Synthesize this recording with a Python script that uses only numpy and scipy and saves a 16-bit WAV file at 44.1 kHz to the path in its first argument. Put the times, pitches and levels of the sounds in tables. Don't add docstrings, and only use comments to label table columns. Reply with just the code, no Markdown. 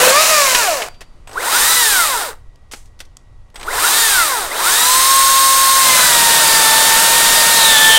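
import sys
import numpy as np
from scipy import signal
from scipy.io import wavfile
from scipy.ndimage import uniform_filter1d

SR = 44100
rng = np.random.default_rng(int(sys.argv[2]) if len(sys.argv) > 2 else 0)


def wav_out(sig):
    wavfile.write(sys.argv[1], SR, np.round(np.clip(np.atleast_2d(sig).T, -1, 1) * 32767).astype(np.int16))


def convert_level_to_amplitude(level_db):
    exponent = np.asarray(level_db, float) / 20
    return 10 ** exponent


N = 351918

# t/s, tooth rate/(1/s)
BLIP_AND_CUT = [(3.542, 41.3), (3.632, 105), (3.7, 245), (3.77, 449), (3.84, 675), (3.874, 780),
                (3.936, 876), (4.01, 935), (4.062, 887), (4.144, 780), (4.35, 481), (4.5, 266),
                (4.554, 325), (4.67, 695), (4.732, 857), (4.79, 945), (4.866, 1000), (4.978, 1045),
                (5.1, 1077), (5.8, 1073), (5.92, 1033), (6.04, 1000), (6.13, 950), (6.23, 926), (6.38, 922),
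                (6.48, 902), (6.69, 888), (6.95, 902), (7.16, 920.5), (7.54, 920), (7.74, 889), (7.78, 860),
                (7.81, 878), (7.98, 894)]
# f/Hz, gain/dB
SECOND_HOUSING = [(200, -25), (480, 0), (600, -5), (780, -6), (850, -5), (970, 3), (1090, 0), (1160, -7),
                  (1280, 3), (1400, 7), (1540, 3), (1660, -7), (1770, -2), (1880, -4), (2070, 2),
                  (2300, -8), (2450, -3), (2800, -9), (3300, -3), (3900, 4), (4300, -3.5)]


def evened(x):
    return x / np.sqrt(np.mean(x ** 2) + 1e-20)


def read(points, x):
    at, value = np.transpose(points)
    return np.interp(np.log(x + 1), np.log(at + 1), value)


def add(mix, start_s, sound):
    part = mix[round(start_s * SR):][:len(sound)]
    part += sound[:len(part)]


def drift(size, hz):
    low_pass = signal.butter(2, hz, fs=SR, output="sos")
    return evened(signal.sosfilt(low_pass, rng.standard_normal(size)))


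def resonate(x, hz, width_hz):
    turn = np.exp(2j * np.pi * np.cumsum(hz * np.ones(len(x))) / SR)
    r = np.exp(-np.pi * width_hz / SR)
    return 2 * (turn * signal.lfilter([1 - r], [1, -r], x / turn)).real


def tone(hz, db, waver_db):
    turns = np.cumsum(hz) / SR + rng.random()
    strength = convert_level_to_amplitude(db + waver_db * drift(len(hz), 40))
    return np.sqrt(2) * strength * np.sin(2 * np.pi * turns)


def coloured(x, field_db, size=512):
    overlap = size * 3 // 4
    hz, s, z = signal.stft(x, SR, nperseg=size, noverlap=overlap)
    weighted = z * convert_level_to_amplitude(field_db(hz[:, None], s))
    return signal.istft(weighted, SR, nperseg=size, noverlap=overlap)[1][:len(x)]


def yard():
    # f/Hz, relative level/dB
    hiss_colour = [(71, -34), (120, -12.5), (160, -19), (189, -18), (343, -22), (1110, -25.5),
                   (1810, -37.5), (1970, -28), (2090, -34), (9590, -46), (16400, -68)]
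    # f/Hz, relative level/dB
    wind_colour = [(2.9, -30), (5.0, -2.5), (16, 0), (59, -13), (118, -18), (161, -34.5), (250, -48.5),
                   (320, -80.5), (550, -120)]
    # f/Hz, level/dB once swelled in
    far_tones = [(1114, -76), (1911, -70.5), (1997, -80.5), (3822, -83.5)]
    t = np.arange(N) / SR
    hiss = evened(coloured(rng.standard_normal(N), lambda hz, s: read(hiss_colour, hz) + 0 * s, size=1024))
    wind = evened(coloured(rng.standard_normal(N), lambda hz, s: read(wind_colour, hz) + 0 * s, size=8192))
    swell = np.clip(t - 1.27, .1, .4) / .4
    hum = sum(tone(np.full(N, hz), db, 1.2) for hz, db in far_tones) * swell
    hiss_db = -57 + 4 * (t < 1.27)
    wind_db = -40 + 2.7 * drift(N, 4.9)
    return convert_level_to_amplitude(hiss_db) * hiss + convert_level_to_amplitude(wind_db) * wind + hum


def echoes(x, level_db, t60_s):
    t = np.arange(0, .4, 1 / SR)
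    noise = resonate(rng.standard_normal(len(t)), 2000, 9000)
    tail = noise * convert_level_to_amplitude(-60 * t / t60_s) * (t > .008)
    return convert_level_to_amplitude(level_db) * signal.fftconvolve(x, tail / np.linalg.norm(tail))[:N]


def knocks():
    # t/s, level/dB before the common trim, centre f/Hz, width/Hz
    offcut = [(.548, 2, 2700, 3000), (.819, -10, 2300, 700), (.944, -40, 3020, 900),
              (1.007, -26, 2500, 4000), (1.014, -25, 1000, 1800)]
    # t/s, level/dB before the common trim, centre f/Hz
    links = [(1.273, -27, 1400), (1.293, -27, 800), (1.312, -28, 1500), (1.331, -28, 4550),
             (3.543, -42, 1500), (3.557, -20, 1960), (3.577, -33, 1400), (3.597, -26, 1500),
             (3.611, -22, 1300), (3.629, -19, 1500)]
    # t/s, level/dB before the common trim, centre f/Hz, t60/s
    hands = [(2.558, -39, 5000, .013), (2.713, -29, 3000, .1), (2.719, -24, 7000, 0.15),
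             (2.735, -18, 1200, 0.045), (2.742, -27, 2000, .06), (2.76, -36, 7500, 0.3),
             (2.856, -44, 6000, 0.092), (2.991, -36, 4000, .12), (3.003, -20, 3000, 0.057),
             (3.052, -40, 5000, .04), (3.169, -22, 6000, 0.013), (3.501, -43, 2500, 0.024)]
    rows = [(s, db, hz, .07, width_hz) for s, db, hz, width_hz in offcut]
    rows += [(*row, .06, 2500) for row in links]
    rows += [(*row, 4500) for row in hands]
    mix, t = np.zeros(N), np.arange(0, .3, 1 / SR)
    trim_db, attack_s = -6.0, 0.00062
    for s, db, hz, t60_s, width_hz in rows:
        burst = evened(resonate(rng.standard_normal(len(t)), hz, width_hz))
        decay = convert_level_to_amplitude(db + trim_db - 60 * t / t60_s)
        add(mix, s, decay * burst * np.minimum(t / attack_s, 1))
    band = signal.butter(2, (250, 11000), "band", fs=SR, output="sos")
    return signal.sosfilt(band, mix)


def bar_ring():
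    mix, t = np.zeros(N), np.arange(0, .38, 1 / SR)
    start_s, hz, peak_db, t60_s = (.86, 4662, -45, .75)
    ring = convert_level_to_amplitude(peak_db - 60 * t / t60_s) * np.sin(2 * np.pi * hz * t)
    add(mix, start_s, ring * signal.windows.tukey(len(t), .1))
    return mix


def electrics():
    # t/s, length/s, first f/Hz, starting level/dB before the housing
    surges = [(1.347, .125, 720, -22), (3.661, 0.11, 850, -24), (4.503, 0.09, 1680, -25)]
    # from t/s, to t/s, f/Hz, level/dB
    switching = [(1.274, 1.35, 8050, -49), (3.543, 3.658, 8150, -47)]
    mix = np.zeros(N)
    rise_hz_per_s, fade_db = 22800, -9
    for s, length_s, first_hz, db in surges:
        t = np.arange(0, length_s, 1 / SR)
        hz = first_hz + rise_hz_per_s * t
        level_db = db + read(SECOND_HOUSING, hz) + fade_db * t / length_s
        add(mix, s, tone(hz, level_db, 2.2) * signal.windows.tukey(len(t), .3))
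    for start_s, end_s, hz, db in switching:
        noise = rng.standard_normal(round((end_s - start_s) * SR))
        whistle = resonate(resonate(noise, hz, 300), hz, 300)
        add(mix, start_s, convert_level_to_amplitude(db) * evened(whistle))
    return mix


def kerf():
    # t/s, f/Hz, level/dB
    resonances = [
        [(5.82, 1617, -29), (5.9, 1536, -30), (6.03, 1500, -16), (6.1, 1430, -20), (6.2, 1400, -38)],
        [(6, 3900, -32), (6.3, 4000, -35), (6.5, 4776, -20), (6.8, 4584, -35), (7.2, 4980, -38),
         (7.33, 5477, -25), (7.42, 4600, -21), (7.53, 4110, -26.5), (7.65, 3800, -12), (7.75, 3470, -16.5),
         (7.87, 3303, -15), (7.98, 3120, -13)],
    ]
    mix = np.zeros(N)
    for rows, width_hz in zip(resonances, (290, 550)):
        s, hz, db = np.transpose(rows)
        t = np.arange(s[0], s[-1], 1 / SR)
        turns = np.cumsum(np.interp(t, *np.transpose(BLIP_AND_CUT))) / SR
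        left_right = ((1, 0.024), (0.27, 0.45))
        cutters = sum(size * np.diff(np.floor(turns / 4 + lag), prepend=0) for size, lag in left_right)
        drive = evened(cutters) + .4 * rng.standard_normal(len(t))
        centre_hz = np.interp(t, s, hz)
        rung = evened(resonate(resonate(drive, centre_hz, width_hz), centre_hz, width_hz))
        level_db = np.interp(t, s, db) + 2.5 * drift(len(t), 30)
        add(mix, s[0], convert_level_to_amplitude(level_db) * rung)
    return mix


def saw(run, law, bite_db, whines, housing, orders, free_colour, peaks, spread_db, chatter_db):
    # t/s, share 0-1
    bite_curve = [(0, 0.74), (.1, 1), (.125, 0.01), (5.75, 0.03), (5.9, 1), (6.2, 0.89), (8, 1)]
    # t/s, share 0-1
    hold_curve = [(4.81, 0.1), (4.89, .8), (5.1, 1)]
    # f/Hz, relative density/dB
    cut_colour = [(59, -43.5), (100, -13.5), (395, -19), (603, -8), (744, -13.5), (900, -8), (980, -10.5),
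                  (1090, -8.5), (1660, -8.5), (1810, -9.5), (2100, -12), (3630, -9.5), (5310, -11.5),
                  (8630, -9), (15600, -18)]
    # f/Hz, gain/dB
    post = [(450, 0), (880, 1), (925, 1), (955, -5), (1050, 4), (1500, 0), (1770, 3), (1820, -2), (1860, 0),
            (1920, -6), (2070, -3), (2700, 0), (3560, 6), (3620, -5), (3700, 2), (3800, -2), (3970, 5),
            (4300, -6)]
    # t/s, gain/dB
    deepening = [(7.55, 0), (7.72, 3.5), (8, 5)]
    full_torque = 700
    slack_db = -17
    pull_db = 2.2

    s, speed = np.transpose(run)
    t = np.arange(s[0], s[-1], 1 / SR)
    teeth = np.interp(t, s, speed)
    bite = np.interp(t, *np.transpose(bite_curve))
    held = np.interp(t, *np.transpose(hold_curve))
    coasting = uniform_filter1d(1. * (np.gradient(teeth) < 0), size=2000)
    acceleration = uniform_filter1d(np.gradient(teeth) * SR, size=1500)
    torque = np.minimum(abs(acceleration) / full_torque, 1)

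    running_db, drone_db = (read(np.array(law)[:, [0, k]], teeth) for k in (1, 2))
    rattle_db = running_db + bite_db[0] * bite
    drone_db = drone_db + bite_db[1] * bite + pull_db * (1 - 2 * coasting) * torque * (1 - bite)

    turns = np.cumsum(teeth) / SR
    strength = convert_level_to_amplitude(spread_db * rng.uniform(-1.3, 1, size=8000))[turns.astype(int)]
    strength = strength * convert_level_to_amplitude(3.0 * np.cos(np.pi * turns / 2))
    gate = .45
    envelope = 1 - gate + gate * strength * np.exp(-(turns % 1) / 0.31)
    slaps = envelope * rng.standard_normal(len(t))

    def levelled(colour, hz):
        treble_db = np.mean(read(colour, np.linspace(4500, 15600, num=50)))
        return read(colour, np.minimum(hz, 15600)) - treble_db

    def field_db(hz, when):
        share = np.interp(when + s[0], *np.transpose(bite_curve))
        drone = np.interp(when + s[0], t, drone_db) / (1 + (hz / 1500) ** 2) / (1 + (220 / (hz + 1)) ** 4)
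        rings = sum(db / (1 + (2 * (hz - f) / w) ** 2) for f, w, db in peaks) * (1 - 0.65 * share)
        return (1 - share) * levelled(free_colour, hz) + share * levelled(cut_colour, hz) + drone + rings

    def state_db(rising, falling, steady, cutting):
        moving = rising + coasting * (falling - rising) + slack_db * (1 - torque) ** 2
        unloaded = (1 - held) * moving + held * steady
        fade_share = np.interp(coasting * (1 - held), (0, 1), (.45, .75))
        return unloaded + bite * (cutting - unloaded) + fade_share * (running_db - law[-1][1])

    def path_db(k):
        through_post = read(post, k * teeth) + (k == 2) * np.interp(t, *np.transpose(deepening))
        return (1 - bite) * read(housing, k * teeth) + bite * through_post

    rattle = convert_level_to_amplitude(rattle_db + 0.5) * coloured(evened(slaps), field_db)
    waver_db = 1.8 - 1.0 * held + chatter_db * bite
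    whine = sum(tone(k * teeth, state_db(*db) + path_db(k), waver_db) for k, *db in whines)
    speed_db = 50 * np.log10(teeth / teeth.max())
    weak = 0
    for k, free_db, cut_db in orders:
        order_db = free_db + bite * (cut_db - free_db) + (1 - bite) * speed_db * min(k / 6, 1)
        weak = weak + tone(k * teeth, rattle_db + order_db, 3.43)
    fade = np.clip(np.minimum(t - s[0], s[-1] - t) / 0.0018 + .01, 0, 1)
    return s[0], (rattle + whine + weak) * fade


def first_saw():
    # t/s, tooth rate/(1/s)
    run = [(0, 490), (.026, 501), (.104, 520), (.142, 559), (.21, 637), (.294, 644.5), (.384, 590),
           (.498, 518), (.598, 478), (.708, 330), (.83, 207), (.89, 177)]
    # tooth rate/(1/s), base rattle level/dB, base low-drone lift/dB
    law = [(177, -39, 14), (212, -30, 14), (300, -22, 4), (470, -15.5, -2.5), (557, -13.5, -1.5),
           (640, -12.5, -1.5)]
    # multiple of tooth rate, base level/dB speeding up, coasting, held, cutting
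    whines = [(1, -23, -24, -24, -15), (2, -15, -18, -18, -24.5), (3, -25, -24, -24, -26),
              (4, -24, -24, -24, -26), (6, -21, -30, -30, -30), (8, -22, -31, -31, -30)]
    # f/Hz, gain/dB
    housing = [(200, -22), (420, -6), (500, -7), (580, 4), (640, 5), (710, 9), (850, -8), (960, 0),
               (1040, -4), (1150, 3), (1270, 2), (1400, 4), (1600, 0), (1780, 4), (1900, -2), (2200, 1),
               (2550, -2), (2750, 5), (3300, -6), (3800, 2), (4300, -5), (4700, 2), (5200, 0)]
    # multiple of tooth rate, level/dB re rattle at full speed running free, cutting
    orders = [(5, -26, -13)]
    # f/Hz, relative density/dB
    free_colour = [(59, -61.5), (100, -32), (468, -18), (603, -6), (729, -14.5), (1020, -9), (1210, -8),
                   (1340, -12.5), (1770, -10), (1930, -13), (2480, -8.5), (3340, -16), (3870, -12.5),
                   (7140, -11.5), (15600, -22.5)]
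    mix = np.zeros(N)
    bite_db = (4, 11)
    add(mix, *saw(run, law, bite_db, whines, housing, orders, free_colour, [], spread_db=5, chatter_db=4.5))
    return mix


def second_saw():
    # t/s, tooth rate/(1/s)
    blip = [(1.272, 43), (1.314, 75), (1.4, 246), (1.464, 430), (1.516, 602), (1.594, 829), (1.658, 933),
            (1.718, 989), (1.755, 1008), (1.806, 966), (1.902, 836), (2.046, 638), (2.182, 430),
            (2.27, 290), (2.31, 200), (2.36, 30)]
    # tooth rate/(1/s), base rattle level/dB, base low-drone lift/dB
    law = [(30, -62.5, 23.5), (80, -58.5, 34), (260, -31, 13), (380, -24, 11.5), (530, -20.5, 5),
           (700, -15, 2), (950, -13, -4), (1090, -12.5, -6)]
    # multiple of tooth rate, base level/dB speeding up, coasting, held, cutting
    whines = [(.5, -39, -36, -34, -41), (1, -33, -28, -15.5, -21), (4 / 3, -27, -32, -42, -42),
              (2, -20.5, -15.5, -38, -19.5), (3, -32, -24, -28, -35), (4, -28, -26, -25, -27.5)]
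    # multiple of tooth rate, level/dB re rattle at full speed running free, cutting
    orders = [(1.5, -23, -21), (5 / 3, -27, -25.5), (2.5, -26, -24), (3.5, -22, -27), (4.1, -27, -25),
              (5, -18, -20), (6, -15, -23), (7.6, -14, -30), (8, -18, -26)]
    # f/Hz, relative density/dB
    free_colour = [(59, -65), (100, -36), (403, -17.5), (531, -17), (670, -16), (980, -7), (1040, -9),
                   (1160, -9), (1850, -9), (2280, -15), (3790, -13.5), (8630, -12.5), (15600, -17.5)]
    # f/Hz, width/Hz, free gain/dB
    peaks = [(1400, 350, 0), (3810, 500, 6.5), (4840, 200, 3.5), (5640, 230, -0.5), (7370, 300, 2.5),
             (8600, 810, 6.5), (11200, 490, 4), (14100, 600, 2.5)]
    mix = np.zeros(N)
    bite_db = (2.5, 3.5)
    for run in (blip, BLIP_AND_CUT):
        add(mix, *saw(run, law, bite_db, whines, SECOND_HOUSING, orders, free_colour, peaks,
                      spread_db=4, chatter_db=.8))
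    return mix


def scene():
    near = knocks() + bar_ring() + electrics() + kerf() + first_saw() + second_saw()
    mix = near + echoes(near, level_db=-19, t60_s=0.29) + yard()
    return np.array([mix, mix])


def top_cut(x):
    return signal.sosfilt(signal.butter(12, 16520, fs=SR, output="sos"), x)


def record(dry):
    ceiling = .88
    rounded = dry / (1 + abs(dry / ceiling) ** 4) ** (1 / 4)
    low_pass = signal.firwin(255, 15900, window=("kaiser", 7), fs=SR)[None]
    finished = signal.oaconvolve(rounded, low_pass, "same")
    return top_cut(finished)


dry = scene()
out = record(dry)
wav_out(out)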